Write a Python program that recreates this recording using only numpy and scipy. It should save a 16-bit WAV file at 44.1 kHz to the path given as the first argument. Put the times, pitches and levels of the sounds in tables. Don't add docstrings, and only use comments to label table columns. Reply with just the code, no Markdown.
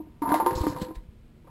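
import sys
import numpy as np
from scipy import signal
from scipy.fft import rfft, irfft, next_fast_len
from scipy.io import wavfile
from scipy.ndimage import map_coordinates

SR = 44100
rng = np.random.default_rng(int(sys.argv[2]) if len(sys.argv) > 2 else 0)


def dump_mix(stems):
    frames = np.atleast_2d(stems).T
    limited = np.clip(frames, -1, 1)
    pcm = np.round(limited * 32767).astype(np.int16)
    wavfile.write(sys.argv[1], SR, pcm)


N = 66150
T = np.arange(N) / SR
HOLD_HZ = 12000
BUILD_S = 0.00067

# t/s, low boom/dB, middle/dB, upper ring/dB, crack/dB, clack/dB
KNOCKS = [(.001, -28, -46, -52, -81, -75), (0.07, -38.5, -56, -81, -98, -56),
          (0.219, -18.5, -73, -26, -44.5, -27), (.254, -45, -40, -24.5, -77, -47),
          (.276, -23, -41.5, -28.5, -48, -49), (.291, -19.5, -32, -31.5, -39, -24.5),
          (.303, -36, -26, -25, -44, -37), (0.3182, -14, -27, -19, -39, -13),
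          (.326, -32, -39.5, -41.5, -52, -36), (.341, -31, -13, -23.5, -30, -36),
          (.357, -23, -37, -30, -39.5, -46), (0.377, -36, -43.5, -48, -45.5, -49),
          (0.3999, -34, -16.5, -19.5, -41.5, -19.5), (.425, -24.5, -35, -40, -66, -33),
          (.462, -19, -18, -14.5, -32.5, -22), (0.508, -25.5, -30.5, -37.5, -39.5, -24),
          (.529, -24, -58, -30, -45, -46.5), (.575, -26, -50, -30.5, -49.5, -55),
          (.609, -27.5, -58, -36, -57, -37), (.634, -22, -30, -28, -44.5, -26.5),
          (0.6672, -15, -30, -28, -40, -19), (.722, -29, -33, -39, -46.5, -36),
          (.763, -48, -34, -34, -45.5, -30), (0.815, -37, -27, -45.5, -43, -44),
          (.885, -32, -81, -52.5, -57, -40), (.907, -33.5, -40.5, -47, -63.5, -37),
          (0.954, -55.5, -60, -66, -51.5, -53), (1.445, -52, -59, -63, -84, -53),
          (1.471, -52, -47, -57, -67, -40), (1.478, -61, -49.5, -52, -70, -43.5)]
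# t/s, level/dB
SLIDE = [(0, -65), (.21, -70), (.23, -32.5), (.33, -31.5), (.44, -35.5), (.5, -36), (.6, -36.5),
         (.7, -38.5), (.82, -43), (.92, -50), (.96, -62.5), (1.42, -92.5), (1.5, -52.5)]


def amp(db):
    return 10 ** (np.asarray(db) / 20)


def unit(x):
    return x / np.sqrt(np.mean(x ** 2) + 1e-20)


def along(points, hz):
    freqs, values = np.transpose(points)
    return np.interp(np.log(hz + 1), np.log(freqs + 1), values)


def curve(rows):
    return np.interp(T, *np.transpose(rows))


def gesture(rows):
    return amp(curve(rows)) * (T >= rows[0][0]) * (T <= rows[-1][0])


def decay(start, t60, rise):
    age = np.maximum(T - start, 0)
    return (1 - np.exp(-age / rise)) * np.exp(-np.log(1000) * age / t60)


def filtered(x, response):
    size = next_fast_len(N + 8192)
    return irfft(rfft(x, size) * response(np.fft.rfftfreq(size, 1 / SR)), size)[..., :N]


def noise(spectrum):
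    white = rng.standard_normal(N)
    return unit(filtered(white, lambda hz: amp(along(spectrum, hz)) * (hz < HOLD_HZ / 2)))


def grainy(x, rate_hz, depth_db):
    knots = rng.standard_normal(N // 8)
    return unit(x * amp(depth_db * map_coordinates(knots, [T * rate_hz], mode="wrap")))


def room_tone():
    # f/Hz, relative density/dB
    rumble_colour = [(15, -17.5), (25, -2.5), (82, -6), (141, -8), (239, -10), (267, -20.5), (368, -19),
                     (855, -34.5), (2730, -38), (5800, -46.5), (7540, -72), (12800, -120)]
    return amp(-51) * noise(rumble_colour)


def knock_colour(low, middle, upper, crack):
    return [(340, low), (520, middle), (760, middle), (880, upper), (1200, upper), (1600, crack)]


def resonance(pitch_hz, t60, gain):
    # f/Hz, gain/dB
    rub_colour = [(200, 9), (320, -2.5), (500, 3), (650, -11.5), (950, -2.5), (1100, 3.5), (1400, -14),
                  (2100, -29)]
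    ring_pole = np.exp(-np.log(1000) / (t60 * SR))
    build_pole = np.exp(-1 / (BUILD_S * SR))
    centre_hz = np.mean(pitch_hz)
    rub = amp(curve(SLIDE) + along(rub_colour, centre_hz))
    drive = rub * np.sqrt(1 - ring_pole ** 2) * rng.standard_normal(N)
    for start, *levels, _ in KNOCKS:
        drive[round(start * SR)] += amp(along(knock_colour(*levels), centre_hz))
    carrier = np.exp(2j * np.pi * np.cumsum(pitch_hz) / SR)
    envelope = signal.lfilter([1 - build_pole], np.poly([ring_pole, build_pole]), gain * drive / carrier)
    return (carrier * envelope).imag


def pipe_ring():
    # t/s, f/Hz
    boom_glide = [(0, 315), (.22, 303.5), (.28, 273), (.33, 298), (.45, 352), (.57, 359), (.68, 299.6),
                  (.76, 287.8), (.88, 321.7)]
    ring_glide = [(.22, 920.5), (.29, 916.4), (.34, 932), (.41, 896.5), (.47, 918.6), (.56, 933.5),
                  (.95, 938.6)]
    upper_glide = [(.22, 1032), (.3, 1012), (.36, 1076), (.46, 1014), (.52, 1061), (.6, 1078), (.65, 1029),
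                   (.85, 1013), (.95, 1032)]
    # f/Hz, gain with the can at the top/dB, at the bottom/dB, t60/s
    modes = [(228, -21, -19.5, 0.17), (269, -12.5, -16.5, .07), (424, -34, -26, .06),
             (506.4, -26.5, -7.5, 0.3), (591.6, -10.5, -19, .1), (715, 0.5, -23.5, 0.036),
             (800.4, -19, -14, 0.39), (992.2, -4, -20, 0.14), (1171.6, -10.5, -25.5, 0.18),
             (1207.3, -13, -11, 0.082), (1396, -14.5, -19.5, .2), (1638, -5, -16.5, .06),
             (2097, -5.5, -11, 0.098)]
    top_s, bottom_s = 0.36, 0.479
    ring = resonance(curve(boom_glide), t60=0.12, gain=amp(-0.5))
    ring += resonance(curve(ring_glide), t60=0.16, gain=amp(0.5))
    ring += resonance(curve(upper_glide), t60=0.2, gain=amp(-7.5))
    for k, (hz, top_db, bottom_db, t60) in enumerate(modes):
        coupling = amp(curve([(top_s, top_db), (bottom_s, bottom_db)]))
        ring += (-1) ** k * resonance(np.full(N, hz), t60, coupling)
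    return ring


def can_knocks():
    # f/Hz, relative density/dB
    crack_colour = [(300, -18), (1200, -4.5), (1800, 2.5), (2700, -8), (4300, -7), (6000, -14.5)]
    rise_s = 0.000677
    hits = np.zeros(N)
    for start, low, middle, upper, crack, clack in KNOCKS:
        body = knock_colour(low - 4, middle, upper, crack)
        clack_colour = [(100, low - 30), (230, low - 6), *body, (2800, crack - 22)]
        hits += amp(clack - 1) * noise(clack_colour) * decay(start, t60=0.025, rise=rise_s)
        tick = amp(-0.5) * decay(start, t60=0.0081, rise=0.0004)
        snap = amp(-15.5) * decay(start, t60=0.067, rise=rise_s)
        rattle = amp(-7.5) * decay(start, t60=0.24, rise=BUILD_S)
        hits += amp(crack) * noise(crack_colour) * (tick + snap + rattle)
    return hits


def can_scrape():
    # f/Hz, relative density/dB
    scrape_colour = [(100, -13), (300, 15), (1000, 7), (1700, 6.5), (2600, -20.5), (4300, -15.5),
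                     (6000, -20)]
    return amp(curve(SLIDE) - 9) * grainy(noise(scrape_colour), rate_hz=510, depth_db=2)


def workshop_tail(x):
    tail = rng.standard_normal(N) * decay(0.0043, t60=0.5, rise=0.004)
    return amp(-17) * signal.fftconvolve(x, tail / np.linalg.norm(tail))[:N]


def camera_bumps():
    # t/s, f/Hz, level/dB, life/cycles
    bumps = [(0.523, 143, -27, 1.9), (0.557, 65.6, -23, 1.7), (0.575, 93, -25.5, 1.3), (.607, 67, -17, 2.2),
             (0.676, 60, -31.5, 1.5), (0.7, 115, -24.5, 1.75), (0.753, 139, -35.5, 6.6),
             (.816, 194, -22.5, 5), (0.821, 57, -32.5, 1.8), (.965, 39.8, -29.5, 3.3),
             (1.087, 78.5, -37.5, 2.1)]
    thuds = np.zeros(N)
    for start, hz, db, life in bumps:
        cycles = np.maximum(T - start, 0) * hz
        age = cycles / (0.14 * life)
        thuds -= amp(db) * age * np.exp(1 - age) * np.sin(2 * np.pi * cycles)
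    return thuds


def camera_rustle():
    # t/s, level/dB
    rustle_level = [(.543, -67.5), (.553, -39), (.585, -46), (.603, -46), (.617, -37), (.627, -46.5),
                    (.69, -45), (.75, -57.5), (.805, -49.5), (.818, -36.5), (.85, -48.5), (.862, -54.5),
                    (.935, -72.5), (.959, -49), (.977, -74)]
    brush_level = [(.545, -85), (.553, -47.5), (.58, -44.5), (.605, -56), (.63, -62), (.69, -50.5),
                   (.73, -56), (.78, -88.5)]
    # f/Hz, relative density/dB
    rustle_colour = [(300, 12.5), (1500, -5.5), (2700, -4), (3500, -0.5), (4300, 5.5), (5000, -4.5),
                     (6000, -7.5)]
    brush_colour = [(2500, -20), (4000, -10), (5200, 6.5), (6000, -2.5)]
    rustle = gesture(rustle_level) * grainy(noise(rustle_colour), rate_hz=720, depth_db=2)
    return rustle + gesture(brush_level) * noise(brush_colour)


def scene():
    bass_cut = signal.butter(2, 160, "highpass", fs=SR, output="sos")
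    can = pipe_ring() + signal.sosfilt(bass_cut, can_scrape() + can_knocks())
    mid = can + workshop_tail(can) + camera_bumps() + camera_rustle() + room_tone()
    return np.array([mid, mid])


def record(dry):
    # f/Hz, side relative to mid/dB
    spread = [(60, -50.5), (400, -66), (1400, -74), (2800, -39), (5000, -18), (11000, -25)]
    band_limit_hz = 15800
    narrow = filtered(dry, lambda hz: hz < HOLD_HZ / 2)
    mirrored = narrow * (1 + 2 * np.cos(2 * np.pi * HOLD_HZ * T))
    held = filtered(mirrored, lambda hz: np.sinc(hz / HOLD_HZ))
    blur = rng.standard_normal(N) * decay(0, t60=0.08, rise=0.001)
    diffuse = signal.fftconvolve(held, blur[None] / np.linalg.norm(blur))[:, :N]
    side = filtered(diffuse, lambda hz: amp(along(spread, hz)))
    stereo = held + side * np.array([[1], [-1]])
    return filtered(stereo, lambda hz: hz < band_limit_hz)


dry = scene()
out = record(dry)
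dump_mix(out)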